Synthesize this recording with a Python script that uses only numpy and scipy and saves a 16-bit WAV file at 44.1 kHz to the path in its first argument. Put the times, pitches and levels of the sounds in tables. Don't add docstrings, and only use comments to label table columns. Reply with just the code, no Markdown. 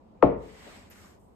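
import sys
import numpy as np
from scipy import signal
from scipy.fft import rfft, irfft, next_fast_len
from scipy.io import wavfile
from scipy.ndimage import uniform_filter1d

SR = 44100
rng = np.random.default_rng(int(sys.argv[2]) if len(sys.argv) > 2 else 0)


def pcm_store(signal):
    levels = np.round(np.clip(np.atleast_2d(signal), -1, 1) * 32767)
    wavfile.write(sys.argv[1], SR, levels.astype(np.int16).T)


N = 59535


def amp(db):
    return 10 ** (np.asarray(db) / 20)


def unit(x):
    return x / np.sqrt(np.mean(x ** 2) + 1e-20)


def along(points, hz):
    point_hz, value = np.transpose(points)
    return np.interp(np.log(hz + 1), np.log(point_hz + 1), value)


def level(rows):
    time_s, level_db = np.transpose(rows)
    return amp(np.interp(np.arange(N) / SR, time_s, level_db, left=-150, right=-150))


def since(start_s):
    return np.maximum(np.arange(N) / SR - start_s, 0)


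def filtered(x, response):
    size = next_fast_len(N + SR // 2)
    spectrum = rfft(x, size) * response(np.fft.rfftfreq(size, 1 / SR))
    return irfft(spectrum, size)[..., :N]


# freq_hz, correlation [-1 to 1]
SIDE_LIKENESS = [(60, 0.52), (290, 0.76), (620, -0.1), (2000, -0.0049), (5000, -0.28)]


def spread(pair, colour):
    def mid_side_gains(hz):
        angle = np.arccos(np.clip(along(SIDE_LIKENESS, hz), -1, 1)) / 2
        return amp(along(colour, hz)) * [np.cos(angle), np.sin(angle)]

    mid, side = filtered(pair, mid_side_gains)
    return np.array([mid + side, mid - side])


PATCHY_DB = 1.3


def rush(colour):
    noise = signal.stft(rng.standard_normal((2, N)), nperseg=512)[2]
    patches = rng.standard_normal(noise.shape[1:])
    patches = uniform_filter1d(patches, size=6, axis=0)
    patches = uniform_filter1d(patches, size=6, axis=1)
    patchy = signal.istft(noise * amp(PATCHY_DB * unit(patches)), nperseg=512)[1]
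    return unit(spread(patchy[:, :N], colour))


# freq_hz, relative level_db per hertz
RUMBLE_COLOUR = [(15, -46.5), (25, -16.5), (84, -5), (138, -16), (203, -5.5), (256, -9), (283, -12.5),
                 (429, -14.5), (569, -14.5), (1010, -20.5), (1480, -35.5), (12000, -56.5), (15600, -79),
                 (22000, -120)]
# time_s, level_db
RUMBLE_COURSE = [(0, -56), (.4, -55), (.7, -53), (1.0, -55.5), (1.35, -57)]


def rumble():
    return level(RUMBLE_COURSE) * rush(RUMBLE_COLOUR)


# freq_hz, t60_s
ROOM_DECAY = [(60, 1), (250, .38), (700, 0.45), (1500, 0.5), (3000, 0.35), (8000, 0.26)]
# freq_hz, relative level_db
ROOM_COLOUR = [(60, -6.5), (150, -0.5), (300, -1), (700, -5), (1500, -10), (2500, -1.5), (4500, 4),
               (8000, -2)]
ROOM_DELAY_S = 0.002


def room(x):
    hz, t, noise = signal.stft(rng.standard_normal((2, SR // 2)), SR, nperseg=256)
    decay_db = -60 * t / along(ROOM_DECAY, hz)[:, None]
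    tail_db = along(ROOM_COLOUR, hz)[:, None] + decay_db
    tail = signal.istft(noise * amp(tail_db), SR, nperseg=256)[1]
    tail /= np.linalg.norm(tail[0])
    delayed = np.pad(x, (round(ROOM_DELAY_S * SR), 0))
    wet = signal.fftconvolve(delayed[None], tail, axes=1)
    return spread(wet[:, :N], [(20, 0.012), (20000, 0)])


# start_s, level_db before the room is added, pitch_hz, t60_s
TAP_TICKS = [(.175, -69.5, 2400, .02), (0.959, -52, 1450, 0.019), (1.045, -46, 1134, 0.021)]


def taps():
    dry_taps = sum(amp(level_db - 60 * since(start_s) / t60_s) * np.sin(2 * np.pi * pitch_hz * since(start_s))
                   for start_s, level_db, pitch_hz, t60_s in TAP_TICKS)
    return dry_taps + amp(3.5) * room(dry_taps)


LAG_S, LAG_POWER = 0.0021, 1.5


def softness(hz, soft_hz):
    return 1 / (1 + (hz / soft_hz) ** 4)


# freq_hz, relative level_db per hertz
BLOW_COLOUR = [(35, -56), (60, -14), (150, -11.5), (300, -4), (500, 4), (800, -5.5), (1250, -8),
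               (1600, -23.5), (2000, -23), (2600, -32), (3500, -47), (5000, -56), (8000, -70),
               (12000, -82.5), (16000, -110)]


def travelling_blow(start_s, peak_db, soft_hz):
    def travel(hz):
        power = 1 - LAG_POWER
        lag_cycles = 1000 * LAG_S * (((hz + 60) / 1000) ** power - 1) / power
        return np.exp(-2j * np.pi * (hz * start_s + lag_cycles))

    impulse = np.eye(1, N)[0]
    blow = filtered(impulse, lambda hz: amp(along(BLOW_COLOUR, hz)) * softness(hz, soft_hz) * travel(hz))
    return blow * amp(peak_db) / np.abs(blow).max()


GRIT_DB, GRIT_T60_S, GRIT_HZ = -2, 0.02, 1800


def contact_grit(blow):
    grit = amp(-60 * since(0) / GRIT_T60_S) * rng.standard_normal((2, N))
    smear = signal.fftconvolve(blow[None], grit / np.linalg.norm(grit[0]), axes=1)[:, :N]
    return amp(GRIT_DB) * filtered(smear, lambda hz: 1 / (1 + (GRIT_HZ / (hz + 1)) ** 4))


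# pitch_hz, level_db before the blow's level and RING_DB, t60_s
TOP_MODES = [(54.57, -14.5, 0.72), (129.8, -13.5, 0.54), (189.8, -8.5, .4), (279, 4, 0.22),
             (356.3, -4.5, .35), (431, -14, 0.72), (462, -6, 0.48), (521, 0.5, 0.083), (623.8, 0, 0.23),
             (721.4, -2.5, .19), (849, -4.5, 0.21), (909, -16, 0.46), (1072, -10, .2), (1152, -16.5, .15)]
RING_DB, RING_RISE_S, RING_PAN_DB = -17.5, 0.001, 7.5
RING_WAIT_S = 0.00734


def top_ring(start_s, peak_db, soft_hz):
    ring = np.zeros((2, N))
    for pitch_hz, mode_db, t60_s in TOP_MODES:
        wait_s = min(LAG_S * ((pitch_hz + 60) / 1000) ** -LAG_POWER, RING_WAIT_S)
        t = since(start_s + wait_s)
        envelope = amp(mode_db - 60 * t / t60_s) * (1 - np.exp(-t / RING_RISE_S))
        phase_cycles = rng.random() + rng.normal(0, 0.12, (2, 1))
        ring += softness(pitch_hz, soft_hz) * envelope * np.sin(2 * np.pi * (pitch_hz * t + phase_cycles))
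    side_db = RING_PAN_DB * np.array([[0.5], [-0.5]])
    return amp(peak_db + RING_DB + side_db) * ring


# start_s (before the travel), peak_db of the bare blow, softness_hz (low-pass)
BLOWS = [(0.226, -2, 15300), (.664, -42, 1097), (0.669, -43, 1000)]
# freq_hz, left_minus_right_db
BLOW_PAN = [(60, -0.5), (200, 10), (500, 15), (1250, 6), (2300, 8.5), (8000, 9.5)]
# delay_s, level_db relative to the direct blow
EDGE_RETURNS = [(.0045, -19), (0.0106, -13), (0.0164, -19)]
ROOM_DB = -5


def glass():
    def edges_and_pan(hz):
        returns = sum(amp(level_db) * np.exp(-2j * np.pi * hz * delay_s) for delay_s, level_db in EDGE_RETURNS)
        return (1 + returns) * amp([0 * hz, -along(BLOW_PAN, hz)])

    out = np.zeros((2, N))
    for start_s, peak_db, soft_hz in BLOWS:
        blow = travelling_blow(start_s, peak_db, soft_hz)
        direct = blow + contact_grit(blow)
        out += filtered(direct, edges_and_pan)
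        out += amp(ROOM_DB) * room(blow)
        out += top_ring(start_s, peak_db, soft_hz)
    return out


# time_s, level_db before RUB_DB
FIRST_STROKE = [(0.36, -86.5), (0.43, -67.5), (0.494, -64), (0.518, -65), (0.642, -59.5), (0.77, -59.5),
                (0.892, -70.5), (0.895, -73)]
SECOND_STROKE = [(0.89, -83), (0.914, -61), (0.946, -66.5), (0.958, -64.5), (1.064, -65), (1.146, -73),
                 (1.186, -83.5), (1.19, -85)]
# freq_hz, relative level_db per hertz
FIRST_RUB_COLOUR = [(400, -12.5), (750, -4), (1400, -8.5), (2100, -4.5), (2700, -10), (4200, -13.5),
                    (6300, -17.5), (8000, -16.5), (10000, -24), (12000, -26), (14000, -33.5),
                    (15500, -42.5)]
SECOND_RUB_COLOUR = [(400, -28.5), (750, -16), (1200, -2), (2100, -4.5), (3800, -12), (5200, -11),
                     (7600, -11), (10000, -15), (12000, -17), (14000, -22.5), (15500, -34.5)]
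RUB_DB = 7
# time_s, level_db
BRUSH_COURSE = [(1.17, -100), (1.2, -73), (1.25, -75.5), (1.29, -80.5), (1.35, -84)]
# freq_hz, relative level_db per hertz
BRUSH_COLOUR = [(3000, -28.5), (6000, -9.5), (9000, -1.5), (12000, -8), (15000, -15)]


def hand():
    first = level(FIRST_STROKE) * rush(FIRST_RUB_COLOUR)
    second = level(SECOND_STROKE) * rush(SECOND_RUB_COLOUR)
    return amp(RUB_DB) * (first + second) + level(BRUSH_COURSE) * rush(BRUSH_COLOUR)


SQUEAK_S, SQUEAK_DB, SQUEAK_T60_S = 0.899, -52, 0.11
SQUEAK_FROM_HZ, SQUEAK_TO_HZ, SQUEAK_FALL_S = 15000, 10300, 0.0065
SQUEAK_WIDTH_HZ = 900
PUFF_DB, PUFF_T60_S = -59, 0.15
# freq_hz, relative level_db per hertz
PUFF_COLOUR = [(1200, -21), (2100, 12.5), (3500, -19), (6800, -0.5), (9000, -16), (12000, 8), (15500, -17)]


def squeak():
    t = since(SQUEAK_S)
    pitch_hz = SQUEAK_TO_HZ + (SQUEAK_FROM_HZ - SQUEAK_TO_HZ) * np.exp(-t / SQUEAK_FALL_S)
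    tone = np.sin(2 * np.pi * np.cumsum(pitch_hz) / SR)
    flutter = unit(filtered(rng.standard_normal(N), lambda hz: np.exp(-(hz / SQUEAK_WIDTH_HZ) ** 2)))
    whistle = amp(SQUEAK_DB - 60 * t / SQUEAK_T60_S) * flutter * tone
    puff = amp(PUFF_DB - 60 * t / PUFF_T60_S) * rush(PUFF_COLOUR)
    rise = 1 - np.exp(-t / 0.0027)
    return rise * (whistle + puff)


def scene():
    return rumble() + taps() + glass() + hand() + squeak()


ONE_PORT_HZ, IN_PHASE_HZ = 6700, 7450
LEAD_S = 0.000187
STRAY = 0.12
TOP_HZ = 15400


def record(dry):
    def shared(hz):
        return (1 - STRAY) / (1 + (ONE_PORT_HZ / (hz + 1)) ** 16)

    def turned(hz):
        return np.exp(1j * np.pi * LEAD_S * (hz - IN_PHASE_HZ) * np.array([[-1], [1]]))

    own = filtered(dry, lambda hz: (1 - shared(hz)) * turned(hz) ** (hz > ONE_PORT_HZ))
    common = filtered(dry[0], lambda hz: shared(hz) * turned(hz))
    return filtered(own + common, lambda hz: hz < TOP_HZ)


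dry = scene()
out = record(dry)
pcm_store(out)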